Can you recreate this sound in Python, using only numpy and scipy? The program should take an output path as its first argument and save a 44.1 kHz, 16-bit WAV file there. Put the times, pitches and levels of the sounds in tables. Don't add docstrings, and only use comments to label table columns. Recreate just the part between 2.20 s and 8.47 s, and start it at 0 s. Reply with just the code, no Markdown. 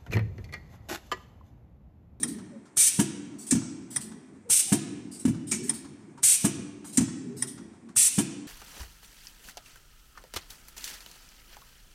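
import sys
import numpy as np
from scipy import signal
from scipy.fft import rfft, irfft, next_fast_len
from scipy.io import wavfile
from scipy.ndimage import uniform_filter1d, map_coordinates

SR = 44100
rng = np.random.default_rng(int(sys.argv[2]) if len(sys.argv) > 2 else 0)


def store_pcm(level_fs):
    pcm = np.round(np.clip(level_fs, -1, 1) * 32767).astype(np.int16)
    wavfile.write(sys.argv[1], SR, np.atleast_2d(pcm).T)


N = 276507
T = np.arange(SR * 4 // 10) / SR


def amp(db):
    return 10 ** (np.asarray(db) / 20)


def unit(x):
    return x / np.sqrt(np.mean(x ** 2) + 1e-20)


def along(points, hz):
    point_hz, values = np.transpose(points)
    return np.interp(np.log(hz + 1), np.log(point_hz + 1), values)


def filtered(x, response):
    size = next_fast_len(len(x) + 4096)
    spectrum = rfft(x, size) * response(np.fft.rfftfreq(size, 1 / SR))
    return irfft(spectrum, size)[:len(x)]


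def noise(spectrum, size=len(T)):
    white = rng.standard_normal(size)
    return unit(filtered(white, lambda hz: amp(along(spectrum, hz))))


def wobble(rate, size=len(T)):
    knots = rng.standard_normal(int(size * rate / SR) + 4)
    return map_coordinates(knots, [np.arange(size) * rate / SR])


def add(track, s, sound):
    start = round(s * SR)
    sound = sound[max(-start, 0):]
    part = track[max(start, 0):][:len(sound)]
    part += sound[:len(part)]


def envelope(attack, hold, t60):
    return (1 - np.exp(-T / attack)) * amp(-60 * np.maximum(T - hold, 0) / t60)


def ring(modes, attack, scatter_db):
    hz, db, t60 = np.transpose(modes)[..., None]
    t = T[::4]
    level_db = db + scatter_db * rng.standard_normal(db.shape)
    swings = amp(level_db - 60 * t / t60) * np.sin(2 * np.pi * hz * t)
    struck = swings.sum(0) * (1 - np.exp(-t / attack))
    return signal.resample_poly(struck, 4, 1)[:len(T)]


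def patchy(x, depth_db):
    z = signal.stft(x, nperseg=4096, noverlap=3072)[2]
    field = uniform_filter1d(rng.standard_normal(z.shape), size=3, axis=0)
    field = uniform_filter1d(field, size=5, axis=1)
    varied = signal.istft(z * amp(depth_db * unit(field)), nperseg=4096, noverlap=3072)[1]
    return unit(varied[:N])


def cabinet(x, wet_db, t60):
    walls = rng.standard_normal(len(T)) * envelope(0.001, 0, t60)
    echo = signal.fftconvolve(x, walls / np.linalg.norm(walls))[:len(x)]
    return (x + amp(wet_db) * echo) / np.hypot(1, amp(wet_db))


def cycle_starts():
    starts = [row[0] for row in VENTS]
    return [starts[0] - np.mean(np.diff(starts))] + starts


def every_cycle(steps):
    return [(start + delay, *rest) for start in cycle_starts() for delay, *rest in steps]


CYCLE_LOADS = [3, -4.5, 2, 1.5, 1]
# delay after the vent in seconds, length in seconds,
# rumble in dB before the load.
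CARRIAGE_STROKES = [(.22, 0.36, -48.5), (0.971, 0.3, -43)]


def drive_effort():
    idle_db, stroke_rise_s, stroke_t60_s = -50, .04, .9
    rest_dip_db, rest_at_s, rest_width_s = -18.5, 0.091, 0.073
    t = np.arange(N) / SR
    resting = sum(np.exp(-((t - start - rest_at_s) / rest_width_s) ** 2) for start in cycle_starts())
    power = np.full(N, amp(idle_db) ** 2)
    for start, load_db in zip(cycle_starts(), CYCLE_LOADS):
        for delay, length, db in CARRIAGE_STROKES:
            since = np.maximum(t - start - delay, 0)
            rise = 1 - np.exp(-since / stroke_rise_s)
            fade_db = -60 * np.maximum(since - length, 0) / stroke_t60_s
            power += (rise * amp(db + load_db + fade_db)) ** 2
    return np.sqrt(power) * amp(rest_dip_db * resting)


# frequency in Hz, level in dB.
RUMBLE = [(25, -53.5), (50, -30), (65, -14), (78, -15), (95, -10), (140, -9.5), (230, 0.5), (300, -4.5),
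          (400, -10.5), (500, -28.5), (700, -43.5), (1500, -69.5)]


def drive():
    unsteady = amp(2.5 * wobble(13, N))
    return drive_effort() * unsteady * patchy(noise(RUMBLE, N), depth_db=4)


# frequency in Hz, level in dB.
HUSH = [(60, -6), (300, -9.5), (600, 2.5), (950, 1), (1400, -5.5), (2300, -5.5), (3000, -17), (5000, -23.5),
        (8500, -10.5), (10000, -20), (11000, -36.5), (14000, -46.5)]
# frequency in Hz, level in dB.
KNOCK = [(200, 4), (500, -12), (950, 0), (1500, -2), (2500, -16.5), (5000, -13.5), (9000, -12.5),
         (14000, -44)]


def hall_background():
    hush = amp(-64.0 + 0.76 * wobble(5.4, N)) * noise(HUSH, N)
    clatter = amp(-72 + 3.3 * wobble(31, N)) * patchy(noise(KNOCK, N), depth_db=5.0)
    return hush + clatter


# delay after the vent in seconds,
# length in seconds, level in dB.
PILOTS = [(.615, .05, -45), (.694, .008, -42.5), (1.134, 0.057, -43), (1.237, 0.012, -38.5)]
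# frequency in Hz, level in dB.
PILOT_AIR = [(1000, -23), (3000, -16), (4500, -10), (7000, -7.5), (8400, 3.5), (9800, -2), (11500, -21),
             (13500, -13.5)]


def pilot_valves():
    air = np.zeros(N)
    lead_s, release_s, release_db = .044, .035, -42.5
    releases = [(s - lead_s, release_s, release_db) for s, *_ in PUFFS]
    for s, length, db in every_cycle(PILOTS) + releases:
        hiss = amp(db) * noise(PILOT_AIR) * envelope(0.0046, length, 0.25)
        add(air, s, cabinet(hiss, wet_db=1.0, t60=0.0064))
    return air


# time of the snap in seconds, relative level in dB.
SNAPS = [(0.033, -14.5), (1.763, -15.5), (3.4961, -13.5), (5.225, -16)]
# frequency in Hz, width in Hz, level in dB.
KNIFE = [(1918, 81, -14.5), (2420, 66, -31.5), (3223, 72, -19.5), (3780, 110, -21.5), (5140, 43, -16),
         (5715, 200, -16.5), (8500, 340, -10.5), (9210, 120, -2.5), (10500, 260, -19.5),
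         (13740, 710, -41.5)]
# frequency in Hz, level in dB.
CLACK = [(200, -2.5), (500, -3.5), (1000, 3), (2000, 0.5), (4200, -4.5), (6000, 1), (9000, 8.5),
         (10500, -0.5), (12000, -21.5), (14000, -3)]


def knife_steel(hz):
    response = 0
    for k, (centre, width, db) in enumerate(KNIFE):
        damping = 1j * hz * width
        response = response + (-1) ** k * amp(db) * damping / (centre * centre - hz * hz + damping)
    return response


def knife():
    out = np.zeros(N)
    for s, db in SNAPS:
        scrape = amp(-3.5) * envelope(0.0016, 0.0088, 0.047)
        snap = np.exp(-((T - .0042) / 0.001) ** 2)
        ringing = filtered((scrape + snap) * rng.standard_normal(len(T)), knife_steel)
        add(out, s - .0045, amp(db - 22.5) * unit(ringing))
        add(out, s - .003, amp(db - 18.5) * noise(CLACK) * envelope(0.0014, 0.0016, 0.092))
        add(out, s - .003, amp(db - 29) * noise(KNOCK) * envelope(0.0012, 0.0036, 0.22))
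    return out


# delay in seconds, frequency in Hz, level in dB.
SNAP_RECOIL = [(.003, 134, -38.5)]
VENT_RECOIL = [(.001, 124.8, -40.5)]
PUFF_RECOIL = [(.002, 361, -32), (.012, 208.3, -26.5)]
# delay in seconds, frequency in Hz,
# level in dB relative to that opening's settling level.
SETTLING = [(.03, 141.4, 0.5), (.05, 104.2, -3), (.108, 169, -8)]


def thuds():
    out = np.zeros(N)
    shoves = [(s, settling_db, SETTLING) for s, _, _, settling_db in OPEN]
    for events, recoil in (SNAPS, SNAP_RECOIL), (PUFFS, PUFF_RECOIL), (VENTS, VENT_RECOIL):
        shoves += [(s, 0, recoil) for s, *_ in events]
    for s, shove_db, swings in shoves:
        for delay, hz, db in swings:
            swing = np.sin(2 * np.pi * hz * T) * envelope(0.0031, 0, 0.17)
            add(out, s + delay, amp(shove_db + db) * swing)
    return out


# delay after the vent in seconds, level in dB.
FEED_KNOCKS = [(.39, -58.5), (.847, -45.5), (1.347, -46)]
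# start in seconds, level in dB.
STRAY_KNOCKS = [(0.454, -52), (3.976, -46.5), (4.643, -45.5), (5.687, -49.5)]


def knocks():
    out = np.zeros(N)
    for s, db in every_cycle(FEED_KNOCKS) + STRAY_KNOCKS:
        add(out, s, amp(db) * noise(KNOCK) * envelope(.0015, 0, 0.12))
    return out


# start in seconds, length in seconds,
# start pitch in Hz, end pitch in Hz, level in dB.
SQUEAKS = [(0.305, 0.089, 596, 510, -50), (2.245, .085, 499, 441, -46.5), (2.464, 0.14, 768, 730, -46.5),
           (3.969, 0.038, 950, 910, -49), (5.063, 0.13, 381, 427.5, -42)]


def squeaks():
    out = np.zeros(N)
    for s, length, start_hz, end_hz, db in SQUEAKS:
        progress = np.minimum(T / length, 1)
        glide = start_hz + (end_hz - start_hz) * progress
        pitch = glide * (1 + 0.045 * wobble(130))
        tone = np.sin(2 * np.pi * np.cumsum(pitch) / SR)
        add(out, s, amp(db) * np.sin(np.pi * progress) * tone)
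    return out


# start in seconds, length in seconds, relative level in dB,
# pressure sag in dB per second.
VENTS = [(0.568, 0.118, -17.5, 16.5), (2.297, 0.11, -17, 39), (4.03, 0.12, -16.5, 35.5),
         (5.761, 0.11, -17, 26)]
# frequency in Hz, level in dB.
VENT_AIR = [(150, -25), (900, -37.5), (1500, -27.5), (2400, -17), (3300, -17.5), (5000, -15), (5900, -7),
            (7000, -8), (8200, 0.5), (9000, 1), (9900, -2.5), (10700, -12), (12000, -17.5), (14000, -12.5)]


def vents():
    air = np.zeros(N)
    for s, length, db, sag_db in VENTS:
        blast = envelope(0.0038, length, 0.09) * amp(-sag_db * T)
        bleed = amp(-14.0) * envelope(0.19, 0.22, 0.16)
        flutter = amp(wobble(90) + 0.42 * wobble(460))
        tick = amp(-16.0) * noise(KNOCK) * envelope(.001, 0, 0.047)
        rush = noise(VENT_AIR) * flutter * (blast + bleed)
        add(air, s, cabinet(amp(db) * (rush + tick), wet_db=-5, t60=0.035))
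        seep = np.minimum(T / 0.025, 1) * envelope(0.0057, 0.01, .02)
        add(air, s - .009, amp(db - 10.5) * noise(VENT_AIR) * seep)
    return air


# start in seconds, thump in dB, clack in dB, both relative.
SHUT = [(.789, 1, 0), (2.519, 1, 0.5), (4.242, -1, 0), (5.979, -1, -1)]
# start in seconds, relative thump in dB, relative clack in dB, settling in dB.
OPEN = [(1.321, -1, -6.5, -26.5), (3.049, -0.5, -8.5, -21.5), (4.777, 0, -5, -26)]
# delay in seconds, thump in dB, clack in dB.
SHUT_CONTACTS = [(.0004, 2, -9), (.005, -45, -2), (0.0188, -10, -14.5), (0.0271, -4, -22)]
OPEN_CONTACTS = [(.0027, 1.5, -1.5), (.0301, -2.5, -5.5), (0.0433, -5.5, -15)]
# frequency in Hz, level in dB, 60 dB decay in seconds.
FRAME_SHUT = [(125, -34, 0.051), (142.7, -28, 0.23), (177.2, -8, 0.056), (200, -16.5, 0.22),
              (286.6, -19, 0.24), (321.3, -36, 1), (350.3, -28, 0.24), (392.6, -31.5, 0.18),
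              (468, -39.5, 0.18)]
FRAME_OPEN = [(94, -34, .3), (129.3, -27.5, 0.38), (179.4, -19.5, 0.15), (244.6, -2.5, 0.052),
              (265.5, -18.5, 0.19), (294.3, -30.5, 0.19), (326.6, -37, 0.43)]
# frequency in Hz, level in dB, 60 dB decay in seconds.
JAW = [(674.6, -33, 0.13), (753, -34, 0.066), (913, -26.5, 0.047), (939, -32, 0.11), (1056, -36.5, 0.069),
       (1137, -49.5, 0.046), (1407, -46.5, 0.21), (1679, -30, 0.095), (2304, -36, 0.12), (2946, -30, 0.06),
       (3130, -35, 0.11), (3520, -38.5, .08)]


def jaws(strokes, contacts, frame, ring_db, crack_db):
    blows, rings = np.zeros(N), np.zeros(N)
    for s, thump_db, clack_db, *_ in strokes:
        thump = ring(frame, attack=0.0068, scatter_db=0.0)
        for delay, push_db, hit_db in contacts:
            contact_db = clack_db + hit_db
            crack = amp(contact_db + crack_db) * noise(CLACK) * envelope(0.0013, 0, 0.11)
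            add(blows, s + delay, amp(thump_db + push_db) * thump + crack)
            shift_s = 0.00046 * rng.standard_normal()
            steel = ring(JAW, attack=0.0038, scatter_db=0.5)
            add(rings, s + delay + shift_s, amp(contact_db + ring_db) * steel)
    return blows, rings


def crimp():
    out = np.zeros(N)
    for s, _, clack_db in SHUT:
        add(out, s + .006, amp(clack_db - 23.5) * noise(VENT_AIR) * envelope(0.0027, 0.008, 0.12))
        add(out, s + .004, amp(clack_db - 34.0) * noise(KNOCK) * envelope(0.00078, 0.0023, 0.049))
    return out


# start in seconds, relative level in dB,
# 60 dB decay in seconds, whistle in dB relative to the puff's level.
PUFFS = [(1.308, -16.5, 0.1, -34), (3.313, -20.5, 0.17, -13.5), (4.772, -12.5, 0.06, -35)]
# frequency in Hz, level in dB.
PUFF_AIR = [(500, -26), (2000, -18.5), (3500, -21), (5000, -15), (6100, -6), (7300, -6.5), (8200, -0.5),
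            (9500, -7.5), (11000, -23), (14000, -27)]


def puffs():
    air = np.zeros(N)
    for s, db, t60, _ in PUFFS:
        burst = amp(db) * noise(PUFF_AIR) * envelope(0.0014, 0, t60)
        add(air, s, cabinet(burst, wet_db=-2.5, t60=0.024))
    return air


# frequency in Hz, level in dB.
WHISTLE = [(1200, -15.5), (2000, -7.5), (2350, 5.5), (2700, -12), (3600, -14), (5000, -29.5)]


def whistles():
    out = np.zeros(N)
    for s, db, _, whistle_db in PUFFS:
        add(out, s, amp(db + whistle_db) * noise(WHISTLE) * envelope(.008, .02, .12))
    return out


# frequency in Hz, 60 dB decay in seconds.
HALL_T60 = [(100, 1.2), (230, 2.35), (330, 1.7), (600, 1.4), (2500, 1.06), (5500, 0.85), (9000, 0.65),
            (14000, 0.23)]
# frequency in Hz, level in dB.
HALL_SEND = [(100, -11.5), (240, -15.5), (330, -4.5), (430, -5), (650, -6), (1000, -8), (2500, -3.5),
             (6000, -9), (9000, -15.5), (14000, -21)]


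def hall(x):
    hz, t, z = signal.stft(rng.standard_normal(2 * SR), SR, nperseg=512)
    decay = amp(-60 * t / along(HALL_T60, hz)[:, None]) * (1 - np.exp(-t / 0.0078))
    band_rms = np.sqrt(np.mean(decay ** 2, axis=1, keepdims=True))
    decay *= amp(along(HALL_SEND, hz))[:, None] / band_rms
    tail = signal.istft(z * decay, SR, nperseg=512)[1]
    return signal.fftconvolve(x, tail / np.sqrt(len(tail)))[:N]


def valves():
    return pilot_valves() + vents() + puffs()


def scene():
    shut_blows, shut_rings = jaws(SHUT, SHUT_CONTACTS, FRAME_SHUT, ring_db=1, crack_db=-22.0)
    open_blows, open_rings = jaws(OPEN, OPEN_CONTACTS, FRAME_OPEN, ring_db=-4.0, crack_db=-21.5)
    knocking = shut_blows + open_blows + crimp() + knocks() + thuds()
    ringing = shut_rings + open_rings + knife() + whistles() + squeaks()
    near = valves() + knocking + ringing
    far = hall(valves() + knocking + amp(-7.5) * ringing)
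    return (near + far + drive() + hall_background())[None]


def record(dry):
    low_cut_hz, top_hz = 68, 14100
    high_pass = signal.butter(3, low_cut_hz, "highpass", fs=SR, output="sos")
    thin = signal.sosfilt(high_pass, dry[0])
    return filtered(thin, lambda hz: 1 / np.sqrt(1 + (hz / top_hz) ** 500))[None]


dry = scene()
out = record(dry)
store_pcm(out)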